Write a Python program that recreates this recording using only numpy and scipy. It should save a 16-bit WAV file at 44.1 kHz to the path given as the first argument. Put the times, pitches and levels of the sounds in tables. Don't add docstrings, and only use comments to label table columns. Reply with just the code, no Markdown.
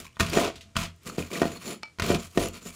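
import sys
import numpy as np
from scipy import signal
from scipy.fft import rfft, irfft, next_fast_len
from scipy.io import wavfile

SR = 44100
rng = np.random.default_rng(int(sys.argv[2]) if len(sys.argv) > 2 else 0)


def elevation(decibels):
    levels = np.asarray(decibels, float)
    return 10 ** (levels / 20)


def wav_out(sig):
    wavfile.write(sys.argv[1], SR, np.round(np.clip(np.atleast_2d(sig).T, -1, 1) * 32767).astype(np.int16))


N = 121275

# pitch_hz, density_db [dB per Hz]
GRIT_SPECTRUM = [(800, -12), (1200, 3), (1750, -5.5), (2450, 1.5), (3600, -4), (6500, -8.5), (13500, -23.5),
                 (16000, -23)]
# pitch_hz, level_db, t60_s
TABLE_MODES = [(185, -3, 0.06), (235, -3, 0.06), (305, -4, 0.045), (368, -1, 0.045), (420, -1, 0.035),
               (480, -5, 0.04), (573, -6, 0.045), (680, -3, 0.06), (738, -11, 0.035)]
# pitch_hz, level_db, t60_s
FRAME_MODES = [(43, -10, 0.28), (87.5, -4.5, 0.3), (132.4, -5, 0.08), (165.7, -10.5, 0.31),
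               (206, -7.5, 0.1), (668, -16, .2)]
# pitch_hz, level_db, t60_s
BARREL_MODES = [(1026, -6, 0.037), (1200, -3.5, 0.019), (1453, -1, 0.018), (1850, -7, 0.04),
                (2400, -5.5, 0.012), (3080, -11.5, 0.014)]


def rms_one(x):
    return x / np.sqrt(np.mean(x ** 2) + 1e-20)


def along(rows):
    return np.interp(np.arange(N) / SR, *np.transpose(rows))


def filtered(x, order, hz, kind="low"):
    return signal.lfilter(*signal.butter(order, hz, kind, fs=SR), x)


def colour(x, points):
    hz, db = np.transpose(points)
    f = np.arange(1025) * SR / 2048 + 1
    octaves_outside = np.log2(np.clip(hz[0] / f, 1, None)) + np.log2(np.clip(f / hz[-1], 1, None))
    gain_db = np.interp(np.log(f), np.log(hz), db) - 20 * octaves_outside
    cepstrum = irfft(np.log(elevation(gain_db)))
    cepstrum[1:1024] *= 2
    cepstrum[1025:] = 0
    kernel = irfft(np.exp(rfft(cepstrum)))
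    return signal.fftconvolve(x, kernel / np.sqrt(np.sum(kernel ** 2)))[:N]


def ring(clicks, hz, t60_s):
    radius = elevation(-60 / (max(t60_s, 0.002) * SR))
    w = 2 * np.pi * hz / SR
    return signal.lfilter([0, np.sin(w)], [1, -2 * radius * np.cos(w), radius ** 2], clicks + 1e-18)


def clicks_at(start_s, level_db):
    out = np.zeros(N)
    np.add.at(out, (np.asarray(start_s) * SR).astype(int), elevation(level_db))
    return out


def burst(start_s, level_db, t60_s):
    envelope = signal.lfilter([1], [1, -elevation(-60 / (t60_s * SR))], clicks_at(start_s, level_db))
    return envelope * rng.standard_normal(N)


def strike(start_s, level_db, modes, spread_db, share_db=lambda hz: 0):
    luck = rng.standard_normal((len(start_s), len(modes)))
    total = 0
    for k, (hz, mode_db, t60_s) in enumerate(modes):
        clicks = clicks_at(start_s, level_db + mode_db + spread_db * luck[:, k])
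        total = total - ring(clicks * elevation(share_db(hz)), hz, t60_s)
    return total


def shaken(modes, gain, share_db=lambda hz: 0):
    drive = grains()
    steady = sum(elevation(db) * ring(drive, hz, t60_s) for hz, db, t60_s in modes)
    moved = sum(elevation(db) * ring(drive * gain * elevation(share_db(hz)), hz, t60_s) for hz, db, t60_s in modes)
    return moved / np.std(steady)


def through_top(x):
    return filtered(x, 2, [162.7, 875], "band")


def rolling():
    # pitch_hz, level_db, t60_s
    axle_modes = [(2350, -6, .025), (4350, -7, .03), (7020, -3, .025), (7200, -2, .012), (10200, -5, .009),
                  (10500, -5, .008), (14200, -4, .006)]
    # time_s, rattle_db [dB against the grit]
    looseness = [(0, -10), (.95, -27.5), (1.05, -6), (1.4, -6.5), (1.72, -3), (2.0, -13.5), (2.4, -11),
                 (2.75, -4)]
    # time_s, treble_db [dB]
    crumb_fineness = [(0, 10.5), (.1, 1), (.21, 3), (.28, 1), (.4, 4), (.5, -8), (.6, 2.5), (.7, -19),
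                      (.8, 5.5), (.9, -3), (1.05, 8.5), (1.4, 3.7), (1.7, 3), (2.0, 0), (2.15, -0.3),
                      (2.3, 14.5), (2.5, 1.5), (2.75, 14.5)]
    grind = pressure(column=2)
    table = through_top(shaken(TABLE_MODES, pressure(column=3), lean_db))
    grit = colour(grains() * grind, GRIT_SPECTRUM) + crinkle(grind)
    coarse = signal.filtfilt(*signal.butter(2, 7500, fs=SR), grit)
    bag = coarse + elevation(along(crumb_fineness)) * (grit - coarse)
    barrel = elevation(-10.5) * shaken(BARREL_MODES, grind)
    frame = elevation(-1) * shaken(FRAME_MODES, pressure(column=4))
    axle = shaken(axle_modes, grind * elevation(along(looseness)), patch_db)
    return bag + barrel + table + frame + axle


def pressure(column):
    # [s, s, dB, dB and dB against grit]
    strokes = [(0, 0.002, -43, 1, 2.5), (0.032, 0.057, -50.5, -23.5, 0), (0.134, .19, -63.5, -20, 9),
               (0.191, 0.224, -30, 0, -35), (0.231, 0.34, -38, -2.5, 8.5), (0.317, 0.481, -27.5, 3, -11.5),
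               (0.52, 0.584, -55.5, -4.5, 10.5), (0.6, 0.71, -65.5, -3, 15.5),
               (0.75, 0.847, -31.5, -18.5, 0.5), (1.047, 1.09, -42, 2, 1.5), (1.111, 1.161, -52, 11, 7),
               (1.17, 1.207, -39.5, 10, 2), (1.296, 1.466, -36.5, 7, -48), (1.425, 1.572, -44.5, 10, -3),
               (1.592, 1.687, -45.5, 0, -6), (1.649, 1.733, -40, 6.5, -22), (2.008, 2.145, -32.5, 3.5, 6),
               (2.073, 2.153, -32.5, 11.5, -14), (2.17, 2.257, -44, -7, 2), (2.347, 2.386, -46.5, 11.5, 12),
               (2.378, 2.461, -33.5, 9, -2.5), (2.521, 2.571, -45.5, -0.5, -16),
               (2.642, 2.692, -44.5, 3, -2), (2.71, 2.76, -54, -27, -5)]
    # start_s, end_s, rustle_db
    settling = [
        (0.004, 0.09, -69),
        (1.004, 1.05, -61),
        (1.223, 1.278, -50),
        (1.563, 1.586, -64.5),
        (2.296, 2.35, -58),
        (2.596, 2.647, -54),
    ]
    rows = np.array([*strokes, *[(*row, 0, -12) for row in settling]])[:, :, None]
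    start_s, end_s, level_db = rows[:, 0], rows[:, 1], rows[:, 2]
    if column > 2:
        level_db = level_db + rows[:, column]
    t = np.arange(N) / SR
    sag_db_per_s, release_db_per_s = 48.5, 394
    db = level_db - sag_db_per_s * (t - start_s) - release_db_per_s * np.clip(t - end_s, 0, None)
    rise_s = 0.013 + 0.2 * (end_s - start_s)
    rise = np.clip((t - start_s) / rise_s + (start_s == 0), 0, 1)
    return np.sqrt(np.sum((rise * elevation(np.minimum(db, 0))) ** 2, axis=0))


def grains():
    grains_per_s, spread_db, clump_db = 6000, 3.5, 5
    slow = rms_one(signal.lfilter([1], [1, -0.99], rng.standard_normal(N)))
    sizes = elevation(spread_db * np.minimum(rng.exponential(1, N), 4.0)) * rng.choice([-1, 1], N)
    breaks = rng.random(N) < grains_per_s * elevation(clump_db * slow) / SR
    return rms_one(sizes * breaks)


def crinkle(grind):
    ticks_per_s = 220
    ticks = (rng.random(N) < ticks_per_s / SR) * elevation(1.2 * np.minimum(rng.exponential(1, N), 3))
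    puffs = signal.lfilter([1], [1, -0.97], ticks) * rng.standard_normal(N)
    bright = filtered(rms_one(puffs) * grind, 2, 4000, "high")
    return elevation(-8) * colour(bright, GRIT_SPECTRUM)


def lean_db(hz):
    # time_s, lean_db [dB per octave]
    place = [(0, -4), (.2, -6.5), (.37, 8), (.5, 10), (.76, 2.5), (.85, 23), (1.07, -15), (1.19, -1),
             (1.32, -5.5), (1.42, 6), (1.55, -10.5), (1.7, 2.5), (1.8, -23), (2.0, 6.5), (2.1, -2.5),
             (2.38, 2), (2.55, -7.5), (2.7, -8.5)]
    return along(place) * np.log2(hz / 341)


def patch_db(hz):
    knots_per_s, changes_per_s = 40, 7.4
    knots_s = np.arange(0, N / SR + 1, 1 / knots_per_s)
    memory = np.exp(-2 * np.pi * changes_per_s / knots_per_s)
    slow = signal.lfilter([1], [1, -memory], rng.standard_normal(len(knots_s)))
    return 5.5 * np.interp(np.arange(N) / SR, knots_s, rms_one(slow))


def knocks():
    # start_s, crack_db, thud_db [table], boom_db [frame], ring_db [barrel]
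    knock_events = [(0.169, -48, -67, -38, -34), (0.1984, -10.5, -27, -48, -16),
                    (0.205, -8.5, -19.5, -6.5, -6), (0.3326, -17, -29, -35, -42),
                    (0.372, -20, -9, -21.5, -11), (0.3857, -45, -22, -52, -18.5),
                    (0.757, -37, -40.5, -16.5, -25.5), (0.7659, -10, -58, -11.5, -18),
                    (1.1822, -30, -16.5, -45, -30), (1.4175, -17.5, -8.5, -20, -13.5),
                    (1.4308, -44, -17, -50, -16), (1.4544, -41, -16, -46.5, -27),
                    (1.9863, -33, -42, -25.5, -32.5), (1.9976, -15.5, -27.5, -24.5, -20.5),
                    (2.0214, -16, -52, -13.5, -20), (2.1026, -30, -8.5, -43, -21),
                    (2.1156, -65, -26, -37, -21), (2.147, -16.5, -42, -29.5, -22),
                    (2.3746, -14.5, -7, -41, -13), (2.3853, -39, -16, -14.5, -52),
                    (2.6598, -66, -32, -49, -41)]
    start_s, crack_db, thud_db, boom_db, ring_db = np.transpose(knock_events)
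    crack = colour(burst(start_s, crack_db - 8, 0.038), GRIT_SPECTRUM)
    thud = through_top(strike(start_s, thud_db - 7, TABLE_MODES, spread_db=0, share_db=lean_db))
    boom = strike(start_s, boom_db - 10, FRAME_MODES, spread_db=-4.0)
    barrel = strike(start_s, ring_db - 5, BARREL_MODES, spread_db=-2)
    return crack + thud + boom + barrel


def snaps():
    # start_s, peak_db, pitch_hz
    snap_events = [(0.0532, -31.5, 1050), (0.16, -42, 3500), (0.0663, -29.5, 2350), (0.0792, -35, 2560),
                   (0.128, -46, 2950), (0.301, -32.5, 4550), (0.4129, -13, 1030), (0.4513, -16.5, 960),
                   (0.559, -35, 2780), (0.6088, -37.5, 2870), (0.7895, -33.5, 2700), (0.302, -21, 4680),
                   (2.001, -29, 2400), (1.0673, -33, 7100), (1.077, -33, 7460), (1.0982, -21.5, 1260),
                   (1.19, -25, 2530), (1.207, -32, 1190), (1.2244, -21.5, 2480), (1.304, -31, 1130),
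                   (1.3156, -23, 2330), (1.3556, -19, 1940), (1.3758, -20.5, 1200), (1.562, -28, 1110),
                   (1.6459, -32, 1150), (1.6778, -23, 4400), (1.7298, -30, 7100), (2.3493, -35, 1180),
                   (1.827, -37, 2300), (0.0699, -37, 1060), (2.4868, -28.5, 2800), (2.5345, -32, 7140)]
    t60_s = 0.02
    start_s, peak_db, _ = np.transpose(snap_events)
    rings = sum(ring(clicks_at([s], [db - 7.5]), hz, t60_s) for s, db, hz in snap_events)
    ticks = np.diff(burst(start_s, peak_db - 14, t60_s), prepend=0)
    return colour(ticks, GRIT_SPECTRUM) + rings


def folds():
    # start_s, peak_db
    fold_events = [(0.1925, -41), (0.209, -11), (0.2174, -34.5), (0.2294, -34), (0.2974, -19.5),
                   (0.301, -26), (0.413, -17), (0.4484, -33), (0.4664, -34), (0.5566, -53), (0.5694, -58),
                   (0.611, -41), (0.788, -25), (0.8001, -25), (0.8124, -29), (0.8214, -34), (0.8454, -35),
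                   (0.9622, -47), (0.9854, -55.5), (1.0342, -35.5), (1.0645, -35), (1.1258, -40),
                   (1.3224, -43), (1.6142, -37), (1.9992, -26), (2.0413, -27), (2.0554, -27), (2.066, -20),
                   (2.0887, -20), (2.1024, -25), (2.1254, -20), (2.144, -33), (2.1914, -40), (2.363, -34),
                   (2.4059, -44), (2.4854, -21.5), (2.6419, -39), (2.6683, -46)]
    # start_s, peak_db
    flap_events = [
        (0.5567, -35.5),
        (0.6093, -37.5),
    ]
    start_s, peak_db = np.transpose(fold_events)
    puffs = filtered(burst(start_s, peak_db - 10.5, 0.009), 2, 4000, "high")
    flaps = filtered(burst(*np.transpose(flap_events), 0.14), 3, 2300, "high")
    return puffs + filtered(flaps, 2, 4650)


def tap():
    # start_s, peak_db
    tap_events = [
        (1.832, -22.5),
    ]
    # pitch_hz, level_db, t60_s
    handle_modes = [(885, 5, 0.07), (1270, 4, 0.016), (1394, -3, 0.02), (2309, 1, 0.13), (2480, 3, .016),
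                    (2950, -13, .08), (4355, -19, 0.2), (5486, -15, .08), (7047, -5, 0.025)]
    # pitch_hz, density_db [dB per Hz]
    crack_spectrum = [(900, -3), (1300, -3), (2500, -4), (5500, -0.5), (8000, -21), (11000, -20)]
    bounce_s, bounce_db = 0.00165, -5.5
    start_s, peak_db = np.transpose(tap_events)
    hits_s = np.r_[start_s, start_s + bounce_s]
    hits_db = np.r_[peak_db, peak_db + bounce_db]
    rings = strike(hits_s, hits_db - 14, handle_modes, spread_db=0)
    crack = elevation(-8) * colour(burst(start_s, peak_db, 0.016), crack_spectrum)
    thud = strike(start_s, peak_db - 24, TABLE_MODES[1:4], spread_db=0)
    return filtered(rings + crack, 3, [720, 9000], "band") + thud


def kitchen(x):
    t60_s, wall_cut_hz = 0.24, 9000
    size = next_fast_len(N + SR)
    z = np.exp(-2j * np.pi * np.arange(size // 2 + 1) / size)
    dull = np.exp(-2 * np.pi * wall_cut_hz / SR)
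    wall = (1 - dull) / (1 - dull * z)
    lags = (rng.uniform(0.008, 0.035, size=10) * SR).astype(int)
    tail = 0
    for k, lag in enumerate(lags):
        loop = elevation(-60 * lag / SR / t60_s) * wall * z ** lag
        tail = tail + (-1) ** k * loop / (1 - loop)
    return irfft(rfft(x, size) * tail, size)[:N]


def room_tone():
    # pitch_hz, density_db [dB per Hz]
    air_spectrum = [(30, -22.5), (90, -6), (200, -17.5), (700, -27.5), (1100, -30), (4300, -33),
                    (7000, -32.5), (9500, -38.5)]
    return elevation(-61) * colour(rng.standard_normal(N), air_spectrum)


def scene():
    dry = rolling() + knocks() + snaps() + folds() + tap()
    return (dry + elevation(-17) * kitchen(dry) + room_tone())[None]


def top_cut(x):
    return signal.sosfilt(signal.butter(12, 16370, fs=SR, output="sos"), x)


def record(dry):
    echo_hz, sharpness, echo_share = 788, 6, 0.62
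    x = dry - echo_share * signal.lfilter(*signal.iirpeak(echo_hz, sharpness, fs=SR), dry)
    peak_limit = 0.45
    x = filtered(peak_limit * np.tanh(x / peak_limit), 3, 41, "high")
    x = signal.sosfilt(signal.cheby2(12, 50, 16300, fs=SR, output="sos"), x)
    return top_cut(x)


dry = scene()
out = record(dry)
wav_out(out)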